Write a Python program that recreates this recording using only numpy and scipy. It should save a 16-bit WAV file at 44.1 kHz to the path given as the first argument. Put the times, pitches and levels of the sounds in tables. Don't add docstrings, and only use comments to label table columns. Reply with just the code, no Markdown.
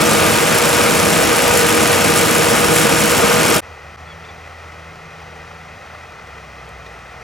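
import sys
import numpy as np
from scipy import signal
from scipy.fft import rfft, irfft, next_fast_len
from scipy.io import wavfile
from scipy.ndimage import map_coordinates

SR = 44100
rng = np.random.default_rng(int(sys.argv[2]) if len(sys.argv) > 2 else 0)


def unload_audio(sound):
    columns = np.transpose(np.atleast_2d(sound))
    steps = np.round(np.clip(columns, -1, 1) * 32767)
    wavfile.write(sys.argv[1], SR, steps.astype(np.int16))


N = 318843
FIRING_HZ = 80.7
# (frequency [Hz], relative density [dB])
STEEL_BLOW = [(1500, -20), (5000, -4), (10000, 3.5), (15000, -4)]


def amp(db):
    return 10 ** (np.asarray(db) / 20)


def unit(x):
    return x / np.sqrt(np.mean(x ** 2) + 1e-20)


def along(points, hz):
    f, v = np.transpose(points)
    return np.interp(np.log(hz + 1), np.log(f + 1), v)


def envelope(points):
    return np.interp(np.arange(N) / SR, *np.transpose(points))


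def wobble(rate):
    return map_coordinates(rng.standard_normal(int(N * rate / SR) + 4), [np.arange(N) * rate / SR])


def filtered(x, response):
    m = next_fast_len(N + SR // 2)
    return irfft(rfft(x, m) * response(np.fft.rfftfreq(m, 1 / SR)), m)[..., :N]


def noise():
    return rng.standard_normal((2, N))


def direct_only(x):
    return x * [[1], [0]]


def ring(x, modes):
    response = lambda f: sum(amp(db) * 1j * f * w / (c * c - f * f + 1j * f * w) for c, w, db in modes)
    return unit(filtered(x, response))


def below(f, edge_hz):
    return 1 / (1 + (f / edge_hz) ** 6)


def turns(hz):
    return np.cumsum(hz) / SR


def bursts(at, scatter_db, t60):
    sizes = amp(scatter_db * np.clip(rng.standard_normal(len(at)), -2, 2))
    impacts = np.bincount(at, sizes ** 2, N)[:N]
    power = signal.lfilter([1], [1, -np.exp(-np.log(1e6) / (t60 * SR))], impacts)
    return unit(np.sqrt(power) * noise())


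def at_random(rate):
    return np.flatnonzero(rng.random(N) < rate / SR)


def far_din():
    # (frequency [Hz], relative density [dB])
    din_spectrum = [(200, -20), (290, -10.5), (460, -3), (950, -3.5), (1300, -2), (2000, -3.5),
                    (2550, -9.5), (2800, -11.5), (3700, -17), (5900, -20.5), (8000, -29), (9500, -31),
                    (11000, -36), (15500, -38)]
    # (frequency [Hz], bandwidth [Hz], gain [dB])
    housing = [(453, 46, 5), (786, 140, 3.5), (1310, 120, 2), (1670, 190, -3.5), (2010, 260, 2.5),
               (2260, 160, -4.5), (2440, 130, 6), (5960, 260, 2.5)]
    # (frequency [Hz], relative density [dB])
    exhaust_spectrum = [(25, -29), (60, -1.5), (105, 1.5), (200, -7.5), (300, -16), (600, -38), (2000, -89)]
    ripple_hz = 649
    firings = np.arange(0, N, SR / FIRING_HZ).astype(int)
    knock = unit(noise() + 0.28 * bursts(firings, scatter_db=5, t60=0.033))
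    housing_db = lambda f: sum(db / (1 + (2 * (f - c) / w) ** 2) for c, w, db in housing)
    colour = lambda f: amp(along(din_spectrum, f) + housing_db(f))
    ground = lambda f: 1 + amp(-16) * np.exp(-2j * np.pi * f / ripple_hz)
    clatter = unit(filtered(knock, lambda f: colour(f) * ground(f) * np.sqrt(1 - below(f, edge_hz=220))))
    rumble = unit(filtered(noise(), lambda f: amp(along(exhaust_spectrum, f))))
    return amp(-37.5 + 0.28 * wobble(10)) * clatter + amp(-48 + wobble(9.4)) * rumble


def chirps():
    # (time [s], duration [s], start [Hz], end [Hz], relative level [dB])
    glides = [(4.057, .014, 4400, 4280, -52), (4.072, .022, 3400, 3450, -50),
              (4.096, .037, 3420, 3290, -45), (4.24, .02, 3450, 3550, -47), (4.285, 0.023, 3540, 3420, -46)]
    out = np.zeros(N)
    for s, length, start_hz, end_hz, db in glides:
        u = np.linspace(0, 1, int(length * SR))
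        phase = 2 * np.pi * turns(start_hz + (end_hz - start_hz) * u) / 3
        partials = np.sin(3 * phase) + .85 * np.sin(2 * phase) + .24 * np.sin(4 * phase)
        out[round(s * SR):][:len(u)] += amp(db + 3.5) * np.sqrt(np.abs(np.sin(np.pi * u))) * partials
    return direct_only(out)


def ticks():
    # (time [s], centre frequency [Hz], initial level [dB], 60 dB decay time [s])
    events = [(6.689, 7800, -45, .03), (6.863, 3800, -41, 0.049)]
    out, t = np.zeros(N), np.arange(SR // 8) / SR
    for s, hz, db, t60 in events:
        band = [(hz, .7 * hz, 0)]
        snap = ring(ring(noise()[0], band), band)[:len(t)]
        out[round(s * SR):][:len(t)] += amp(db - 60 * t / t60) * snap
    return direct_only(out)


def tractor():
    # (time [s], relative level [dB])
    fundamental = [(3.7, -41), (3.83, -49.5), (4.69, -42), (5.14, -56), (5.26, -45), (6.26, -52.5),
                   (6.32, -69), (6.69, -55), (7.15, -63)]
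    octave = [(3.7, -70), (4.14, -46.5), (4.42, -52), (4.56, -69), (4.84, -47), (5.76, -49), (5.83, -72),
              (6.2, -52), (7.15, -57)]
    # (frequency [multiple of the firing rate], rms level [dB])
    tones = [(.5, -66), (2.5, -66), (2.9, -64), (4, -66), (4.5, -65)]
    phase = 2 * np.pi * turns(FIRING_HZ + 0.085 * wobble(1.96))
    drone = amp(envelope(fundamental) + 0.5) * np.sin(phase)
    drone += amp(envelope(octave) + 1.1) * np.sin(2 * phase)
    drone += sum(amp(db + 2.8 * wobble(5.4)) * np.sin(k * phase + 0.36 * wobble(7.1)) for k, db in tones)
    return direct_only(np.sqrt(2) * drone)


def labouring_engine():
    # (time [s], duration [s], rms level of the fundamental [dB])
    pulls = [(3.62, .18, -43.5), (6.082, 1.2, -45.5)]
    free_hz, sag_hz, inertia_s = 80, 20, .35
    rise_s, hang_s, fall_s = .24, .19, .13
    out = np.zeros(N)
    for s, length, db in pulls:
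        t = np.arange(N) / SR - s
        strain = 1 - np.exp(-np.clip(t, 0, length) / inertia_s)
        strain *= np.exp(-np.maximum(t - length, 0) / inertia_s)
        boom = np.clip(t / rise_s, 0, 1) * np.clip(1 - (t - length - hang_s) / fall_s, 0, 1)
        phase = 2 * np.pi * turns(free_hz - sag_hz * strain)
        out += amp(db) * boom * (np.sin(phase) + amp(-10.5) * np.sin(2 * phase))
    return direct_only(np.sqrt(2) * out)


def drive():
    # (frequency [multiple of the shaft rate], rms level [dB], flutter [dB])
    orders = [(1, -57, 0), (3, -30, 2.5), (6, -27, 2.5), (9, -22.5, 1), (12, -32.5, 4), (15, -31, -0.5)]
    # (frequency [Hz], bandwidth [Hz], gain [dB])
    frame_modes = [(98, 51, -11), (214, 38, -2.5), (464.4, 11, 3.5), (553, 45, -6), (939.4, 12, -1.5),
                   (1224, 52, -3), (1433, 93, -8.5)]
    shaft_hz, hunting_hz = 53.36, .05
    shaft = 2 * np.pi * turns(shaft_hz + hunting_hz * wobble(2.006))
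    tones = 0
    for k, db, flutter in orders:
        gain = amp(db + flutter * wobble(7.03))
        tones += gain * np.sin(k * shaft + 0.26 * wobble(10) + rng.uniform(0, 2 * np.pi))
    return direct_only(np.sqrt(2) * tones) + amp(-19) * ring(noise(), frame_modes)


def tumbling_crop():
    # (frequency [Hz], relative density [dB])
    body_spectrum = [(22, -33), (40, -39), (80, -8), (130, -4), (220, -3), (290, -5), (380, -2.5),
                     (600, -2), (760, -6), (1300, -7), (1850, -10.5), (2400, -8.5), (4000, -17),
                     (8000, -18.5)]
    body = lambda f: amp(along(body_spectrum, f))
    upper_band = lambda f: (1 - below(f, edge_hz=905)) * below(f, edge_hz=7500)
    thuds = unit(noise() + 0.52 * bursts(at_random(60), scatter_db=4, t60=0.074))
    clatter = unit(noise() + 0.44 * bursts(at_random(160), scatter_db=3.5, t60=0.017))
    thuds = unit(filtered(thuds, lambda f: body(f) * np.sqrt(below(f, edge_hz=930))))
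    clatter = unit(filtered(clatter, lambda f: body(f) * np.sqrt(upper_band(f))))
    return amp(-18 + 0.74 * wobble(6.4)) * thuds + amp(-17 + 0.19 * wobble(8.26)) * clatter


def stones():
    # (time [s], relative level [dB], ring frequency [Hz])
    strikes = [(0.1346, -8, 5910), (0.5482, -6.5, 10200), (0.5844, -2.5, 5570), (0.6933, -8, 7600),
               (1.5738, -3, 7220), (1.7499, -6, 9740), (2.3491, -5.5, 9740), (2.7606, -3, 10100),
               (2.826, -7, 6010), (3.0065, -5, 5900), (3.481, -6, 5350), (3.5508, -5, 5250)]
    t60 = .03
    cracks, pings, t = np.zeros(N), np.zeros(N), np.arange(SR // 8) / SR
    for s, db, hz in strikes:
        decay = amp(db - 60 * t / t60)
        cracks[round(s * SR):][:len(t)] += decay * rng.standard_normal(len(t))
        pings[round(s * SR):][:len(t)] += decay * np.sin(2 * np.pi * hz * t)
    cracks = filtered(cracks, lambda f: amp(along(STEEL_BLOW, f)))
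    return direct_only(amp(-8.5) * cracks + amp(-10) * pings)


def grit_flow():
    # (time [s], rise in level [dB])
    surges = [(1.58, 3), (2.18, 3), (2.77, 3)]
    t, swell_s = np.arange(N) / SR, .03
    surge_db = sum(db * np.exp(-((t - s) / swell_s) ** 2) for s, db in surges)
    return amp(-21 + 0.29 * wobble(14) + surge_db)


def chains():
    # (rod rate [1/s], relative level [dB])
    rod_rates = [(53.3, -8.5), (99.4, -5.5)]
    # (frequency [Hz], bandwidth [Hz], relative level [dB])
    rod_modes = [(5510, 230, 0.5), (7520, 200, 0), (10120, 350, -1.5), (11200, 350, -6), (12600, 300, -11)]
    # (frequency [Hz], relative density [dB])
    grit_spectrum = [(1000, -22), (2500, 0), (4500, -6), (7000, 0), (10500, -2), (12500, -7.5),
                     (15500, -13)]
    contacts = amp(-6) * bursts(at_random(300), scatter_db=4.5, t60=0.01)
    snaps = clinks = 0
    for rate, db in rod_rates:
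        rods_passed = np.floor(turns(rate * (1 + .003 * wobble(3))))
        hits = np.flatnonzero(np.diff(rods_passed))
        contacts += amp(db) * bursts(hits, scatter_db=2.5, t60=0.038)
        snaps += amp(db) * bursts(hits, scatter_db=5.5, t60=0.009)
    for hz, width, db in rod_modes:
        stray_hits = bursts(at_random(160), scatter_db=2.5, t60=0.0082)
        clinks += amp(db) * ring(stray_hits, [(hz, width, 0)])
    crunch = unit(filtered(contacts, lambda f: amp(along(grit_spectrum, f))))
    snaps = unit(filtered(snaps, lambda f: amp(along(STEEL_BLOW, f))))
    return grit_flow() * (amp(-1.06) * crunch + amp(-10.5) * snaps + amp(-7) * unit(clinks))


def microphone(pair, lead, coherence, tilt):
    angle = lambda f: np.arccos(np.clip(along(coherence, f), 0, 1)) / 2
    direct, diffuse = filtered(pair, lambda f: np.array([np.cos(angle(f)), np.sin(angle(f))]))
    side = np.array([[.5], [-.5]])
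    ports = lambda f: amp(side * along(tilt, f)) * np.exp(1j * side * along(lead, f))
    return filtered(np.array([direct + diffuse, direct - diffuse]), ports)


def scene():
    # (frequency [Hz], lead of the left [rad])
    deck_lead = [(40, .3), (130, 0.67), (300, 1.13), (700, 1.29), (2000, 0.55), (4000, 0.45), (7500, -0.05),
                 (11000, 0)]
    field_lead = [(80, .1), (250, 0.43), (500, 0.81), (1700, 0.8), (2200, .4), (3400, 0.58), (4500, 0.097)]
    # (frequency [Hz], coherence [0-1])
    deck_coherence = [(100, .98), (450, .96), (800, .9), (1300, .9), (4200, .83), (6000, .9), (9000, .89),
                      (12000, .98)]
    field_coherence = [(150, .995), (300, .95), (600, 1), (2300, 0.99), (6000, 0.94), (11000, .78)]
    # (frequency [Hz], left minus right level [dB])
    deck_tilt = [(100, -1.5), (380, -1), (700, .6), (1200, .9), (4400, 1), (8000, -1.1), (11000, -.9),
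                 (13000, 0)]
    field_tilt = [(300, -.4), (1300, .8), (2400, 2.1), (9000, .4)]
    # (time [s], gain [ratio])
    deck_fade = [(3.572, 0.94), (3.595, 0.5), (3.607, 0.001)]
    field_fade = [(3.61, 0.011), (3.632, 1), (3.961, 1), (3.964, 0), (3.98, 1)]
    deck = drive() + tumbling_crop() + chains() + stones()
    field = tractor() + labouring_engine() + far_din() + chirps() + ticks()
    deck = microphone(deck, deck_lead, deck_coherence, deck_tilt)
    field = microphone(field, field_lead, field_coherence, field_tilt)
    return deck * envelope(deck_fade) + field * envelope(field_fade)


def record(dry):
    top_hz = 15850
    rounded = dry / (1 + np.abs(dry) ** 8) ** (1 / 8)
    return filtered(rounded, lambda f: np.clip(.5 + (top_hz - f) / 150, 0, 1))


dry = scene()
out = record(dry)
unload_audio(out)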